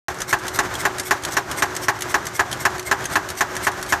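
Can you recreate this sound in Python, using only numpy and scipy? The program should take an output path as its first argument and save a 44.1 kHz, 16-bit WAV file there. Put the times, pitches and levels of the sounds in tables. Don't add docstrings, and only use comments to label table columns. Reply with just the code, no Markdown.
import sys
import numpy as np
from scipy import signal
from scipy.fft import rfft, irfft
from scipy.io import wavfile
from scipy.ndimage import uniform_filter1d

SR = 44100
rng = np.random.default_rng(int(sys.argv[2]) if len(sys.argv) > 2 else 0)


def wav_record(signal):
    frames = np.transpose(np.atleast_2d(signal))
    bounded = np.clip(frames, -1, 1)
    quanta = np.round(bounded * 32767).astype(np.int16)
    wavfile.write(sys.argv[1], SR, quanta)


N = 176400
EVENT_SIZE = N // 8
t = np.arange(N) / SR
age = t[:EVENT_SIZE]

# (time [s], level [dB], extra treble [dB])
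CLACK_HITS = [(0.068, -3, 6.5), (0.3278, 0, -1), (0.5888, -0.3, 2.5), (0.8524, -0.4, -1.5),
              (1.1092, 0.4, 3.5), (1.3681, -1.6, 3), (1.6227, -0.2, 3.2), (1.8834, 0.3, -0.8),
              (2.1422, 0, -1.2), (2.3938, 0.1, -3.5), (2.6524, 0.5, 0.2), (2.9131, 0, -0.5),
              (3.1556, -0.2, -1.6), (3.4077, -1, 3.2), (3.668, -0.5, -3.5), (3.9235, -0.6, 0)]
# (delay [s], housing level [dB], crack level [dB])
BOUNCES = [(0, 5.5, 2), (.0046, 4, -1.5), (.0082, -13, -5.5), (0.0119, 0.5, -14)]
# (frequency [Hz], level [dB])
TICK_COLOUR = [(300, -1), (900, -15.5), (1700, 5.5), (2500, -3.5), (3400, 0), (4700, -2.5), (6200, 1.5),
               (7500, 0), (10400, -6), (11500, -4.5), (14000, -22.5)]


def undb(db):
    return 10 ** (np.asarray(db) / 20)


def noise(colour, size=N, uneven_db=0):
    hz, db = np.array(colour, float).T
    freqs = np.arange(size // 2 + 1) * SR / size + 1
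    knots = np.arange(0, SR / 2, 350)
    bumps_db = uneven_db * np.interp(freqs, knots, rng.standard_normal(len(knots)))
    gain = undb(np.interp(np.log(freqs), np.log(hz), db) + bumps_db)
    x = irfft(rfft(rng.standard_normal(size)) * gain, size)
    return x / x.std()


def drift(per_s):
    hold = max(int(SR / per_s), 1)
    steps = np.repeat(rng.standard_normal(N // hold + 1), hold)
    x = uniform_filter1d(uniform_filter1d(steps, hold), hold)[:N]
    return x / x.std()


def fade(t60):
    return np.exp(-np.log(1000) * age / t60)


def place(events):
    out = np.zeros(2 * N)
    for start, sound in events:
        i = max(int(start * SR), 0)
        out[i:i + len(sound)] += sound
    return out[:N]


def bursts(hits, t60):
    power = sum(undb(2 * db) * (age >= lag) * np.exp(-2 * np.log(1000) * np.maximum(age - lag, 0) / t60)
                for lag, db in hits)
    return np.sqrt(power)


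def dense_ring(colour, t60):
    hz, db = np.array(colour, float).T
    spectrum = rfft(rng.standard_normal(EVENT_SIZE) * fade(t60))
    spectrum /= np.sqrt(uniform_filter1d(np.abs(spectrum) ** 2, size=60))
    freqs = np.arange(len(spectrum)) * SR / EVENT_SIZE + 1
    gain = undb(np.interp(np.log(freqs), np.log(hz), db))
    ring = irfft(spectrum * gain, EVENT_SIZE) * (age < 2 * t60)
    return ring * np.sqrt(np.sum(fade(t60) ** 2) / np.sum(ring ** 2))


def machinery_whir():
    # (frequency [Hz], level [dB])
    colour = [(20, -34), (45, -10), (80, -1.5), (120, -2.5), (160, -4), (230, -9.5), (300, -2.5), (390, -2),
              (460, -8.5), (560, -5), (1000, -4), (1650, -4), (2100, -11), (2600, -16.5), (4800, -20.5),
              (6300, -18), (8500, -25.5), (10500, -31.5), (14000, -29)]
    return undb(-31 + 2.27 * drift(per_s=40)) * noise(colour)


def drive_hum():
    # (pitch [Hz], level [dB], wander [share of the pitch])
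    tones = [(119.2, -47.5, 0.0246), (367.5, -41, 0.00687)]
    hum = np.zeros(N)
    for hz, db, wander in tones:
        level = undb(db + 2 * drift(per_s=9.36))
        pitch = hz * (1 + wander * drift(per_s=12))
        hum += level * np.sqrt(2) * np.sin(2 * np.pi * np.cumsum(pitch) / SR)
    return hum


def rattle(per_s=10):
    events = []
    for when, strength in rng.random((int(per_s * N / SR), 2)):
        click = fade(t60=.05) * noise(TICK_COLOUR, EVENT_SIZE, uneven_db=2.7)
        events.append((when * N / SR, undb(-39 + 8 * strength) * click))
    return place(events)


def cap_scrapes(rise_s=.012, fall_s=.015):
    # (loudest moment [s], hiss level [dB], squeak level [dB])
    slides = [(0.3, 0.5, 2.5), (0.556, 0, -11), (.807, -1.5, 1), (1.069, -2, -6), (1.328, -0.5, -8),
              (1.586, 1, -5), (1.837, -0.5, -19), (2.105, -2.5, -8), (2.360, -2, -4), (2.613, -2.5, -4),
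              (2.872, -3.5, 1), (3.130, -1, -4), (3.386, -2, -5), (3.645, 1.5, -2), (3.903, -2, -3)]
    # (frequency [Hz], level [dB])
    hiss_colour = [(100, -30), (500, -26), (1600, -7), (2100, 9), (2500, -6.5), (3400, 0.5), (4900, -1),
                   (5600, 4.5), (7300, 0.5), (8200, 4.5), (9300, 2), (10400, -7.5), (11300, -1.5),
                   (14000, -2.5)]
    # (frequency [Hz], level [dB])
    squeak_colour = [(1500, -50), (2000, -25), (2120, 11), (2250, -3), (2800, -38)]
    lead_s = age[EVENT_SIZE // 2]
    width_s = np.where(age < lead_s, rise_s, fall_s)
    swell = np.exp(-.5 * np.minimum(((age - lead_s) / width_s) ** 2, 20))
    events = []
    for peak_s, hiss_db, squeak_db in slides:
        hiss = undb(hiss_db) * noise(hiss_colour, EVENT_SIZE, uneven_db=2.5)
        squeak = undb(squeak_db - 8.5) * noise(squeak_colour, EVENT_SIZE)
        events.append((peak_s - lead_s, swell * (hiss + squeak)))
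    grain_db = 2.2 * drift(per_s=1200)
    return undb(-27.8 + grain_db) * place(events)


def snap():
    # (frequency [Hz], level [dB])
    colour = [(1000, -16), (4000, -23), (6500, 0), (9000, -2), (12000, -1), (14000, 6.5)]
    return fade(t60=.016) * noise(colour, EVENT_SIZE, uneven_db=2.7)


def cap_ticks(gap_s=.0135):
    # (second tap [s], level [dB], first tap against second [dB], clink pitch [Hz], clink level [dB])
    catches = [(0.2176, -2.5, -3, 6100, 2.5), (.481, -3, -7, 6170, -6), (0.7531, -6.5, -0.5, 3300, 0),
               (0.9975, 1.5, -5.5, 6400, -14), (1.250, -1, -6, 5460, -6), (1.5139, -2, -18, 3880, -15),
               (1.7648, -1, -7.5, 6440, -16), (2.021, -0.5, -5, 6000, -2), (2.268, -3.5, -6, 6220, -1),
               (2.528, -2.5, -3, 3230, 0.5), (2.795, -5.5, -5, 6050, -5), (3.055, -2.5, -6, 6440, 2),
               (3.302, -5.5, -1, 3850, -16), (3.566, -2, -4.5, 5920, -10), (3.827, -3.5, -11, 6260, -15)]
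    events = []
    for second_s, db, first_db, clink_hz, clink_db in catches:
        first_s = second_s - gap_s
        taps = [(0, first_db), (gap_s, 0)]
        outline = np.hypot(bursts(taps, t60=.034), undb(-2.5) * bursts(taps, t60=.065))
        ticks = undb(db - 20) * outline * noise(TICK_COLOUR, EVENT_SIZE, uneven_db=2.7)
        clink = undb(clink_db - 22) * fade(t60=.035) * np.sin(2 * np.pi * clink_hz * age)
        events += [(first_s, ticks), (second_s, clink)]
        events += [(first_s + lag, undb(db + tap_db - 21) * snap()) for lag, tap_db in taps]
    return place(events)


def room_echo(delay_s=.011):
    # (frequency [Hz], level [dB])
    colour = [(30, -40), (200, -17), (480, -16), (620, -14), (760, 8), (1050, 6.5), (1400, -0.5),
              (1800, 2.5), (2500, -15), (4500, -23), (7000, -20), (14000, -57)]
    echo = dense_ring(colour, t60=.13)
    return place((start + delay_s, undb(db - 18.7) * echo) for start, db, _ in CLACK_HITS)


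def ringing_parts(rise_s=.003, scatter_db=1.5):
    # (pitch [Hz], level [dB], fade time [s])
    steel = [(713, -8.8, 0.2), (802, -6.5, 0.19), (875, -8.8, 0.18), (972, -6.3, 0.17), (1047, -3.8, 0.16),
             (1133, -9.2, 0.16), (1238, -4.1, 0.15), (1370, -6.1, 0.14), (1475, -6.7, 0.14),
             (1580, -7.2, 0.13), (1639, 0.0, 0.13), (1707, -4.1, 0.13), (1820, -7.4, 0.12),
             (1890, -5.9, 0.12)]
    frame = [(61, -4.5, 0.071), (108.4, 3.5, 0.048), (315.2, -3.5, 0.14), (398, 4.5, 0.09)]
    # (pitch [Hz], level [dB], fade time [s])
    overtones = [(2705, 0, 0.074), (3810, -4, 0.066), (4120, -4, 0.051), (5630, -4, 0.052),
                 (5940, -4, 0.055), (6770, -0.5, .06), (7190, -0.5, .06)]
    events = []
    for tones, group_db in [(steel, -20), (frame, -23), (overtones, -25.5)]:
        rings = np.array([undb(db) * fade(t60) * np.sin(2 * np.pi * (hz * age + rng.random()))
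                          for hz, db, t60 in tones])
        rings *= 1 - np.exp(-age / rise_s)
        for start, db, _ in CLACK_HITS:
            strengths = undb(scatter_db * rng.standard_normal(len(tones)))
            events.append((start, undb(group_db + db) * (strengths @ rings)))
    return place(events)


def housing_knocks():
    # (frequency [Hz], level [dB])
    colour = [(30, -43), (200, -13.5), (480, -19.5), (650, -6), (1050, -2), (1350, -3.5), (1700, 1.5),
              (1930, -2.5), (2150, -10.5), (2750, -14), (3300, -19), (8000, -27)]
    knock = dense_ring(colour, t60=.051)
    events = []
    for start, db, _ in CLACK_HITS:
        for lag, housing_db, _ in BOUNCES:
            uneven_lag = lag * (1 + .011 * rng.standard_normal())
            events.append((start + uneven_lag, undb(db + housing_db - 16) * knock))
    return place(events)


def steel_cracks():
    # (frequency [Hz], level [dB])
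    colour = [(300, -28.5), (1000, 7.5), (2000, 5), (3000, -5.5), (4200, 4.5), (4900, -6.5), (5500, 8),
              (7100, 6), (7600, -2.5), (9000, -2.5), (10400, -16.5), (11200, -1.5), (14000, -31.5)]
    outline = bursts([(lag, crack_db) for lag, _, crack_db in BOUNCES], t60=.047)
    events = []
    for start, db, treble_db in CLACK_HITS:
        crack = undb(-20.5) * outline * noise(colour, EVENT_SIZE, uneven_db=2.5)
        events.append((start, undb(db + treble_db) * (crack + undb(-22.5) * snap())))
    return place(events)


def scene():
    clacks = housing_knocks() + steel_cracks() + ringing_parts() + room_echo()
    background = machinery_whir() + drive_hum() + rattle()
    return (background + cap_scrapes() + cap_ticks() + clacks)[None]


def record(dry, start_s=.0835, low_hz=22, top_hz=13900):
    low_cut = signal.butter(2, low_hz, "high", fs=SR, output="sos")
    top_cut = signal.ellip(10, .2, 70, top_hz, fs=SR, output="sos")
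    rounded = np.tanh(signal.sosfilt(low_cut, dry * (t >= start_s)))
    return signal.sosfilt(top_cut, rounded)


dry = scene()
out = record(dry)
wav_record(out)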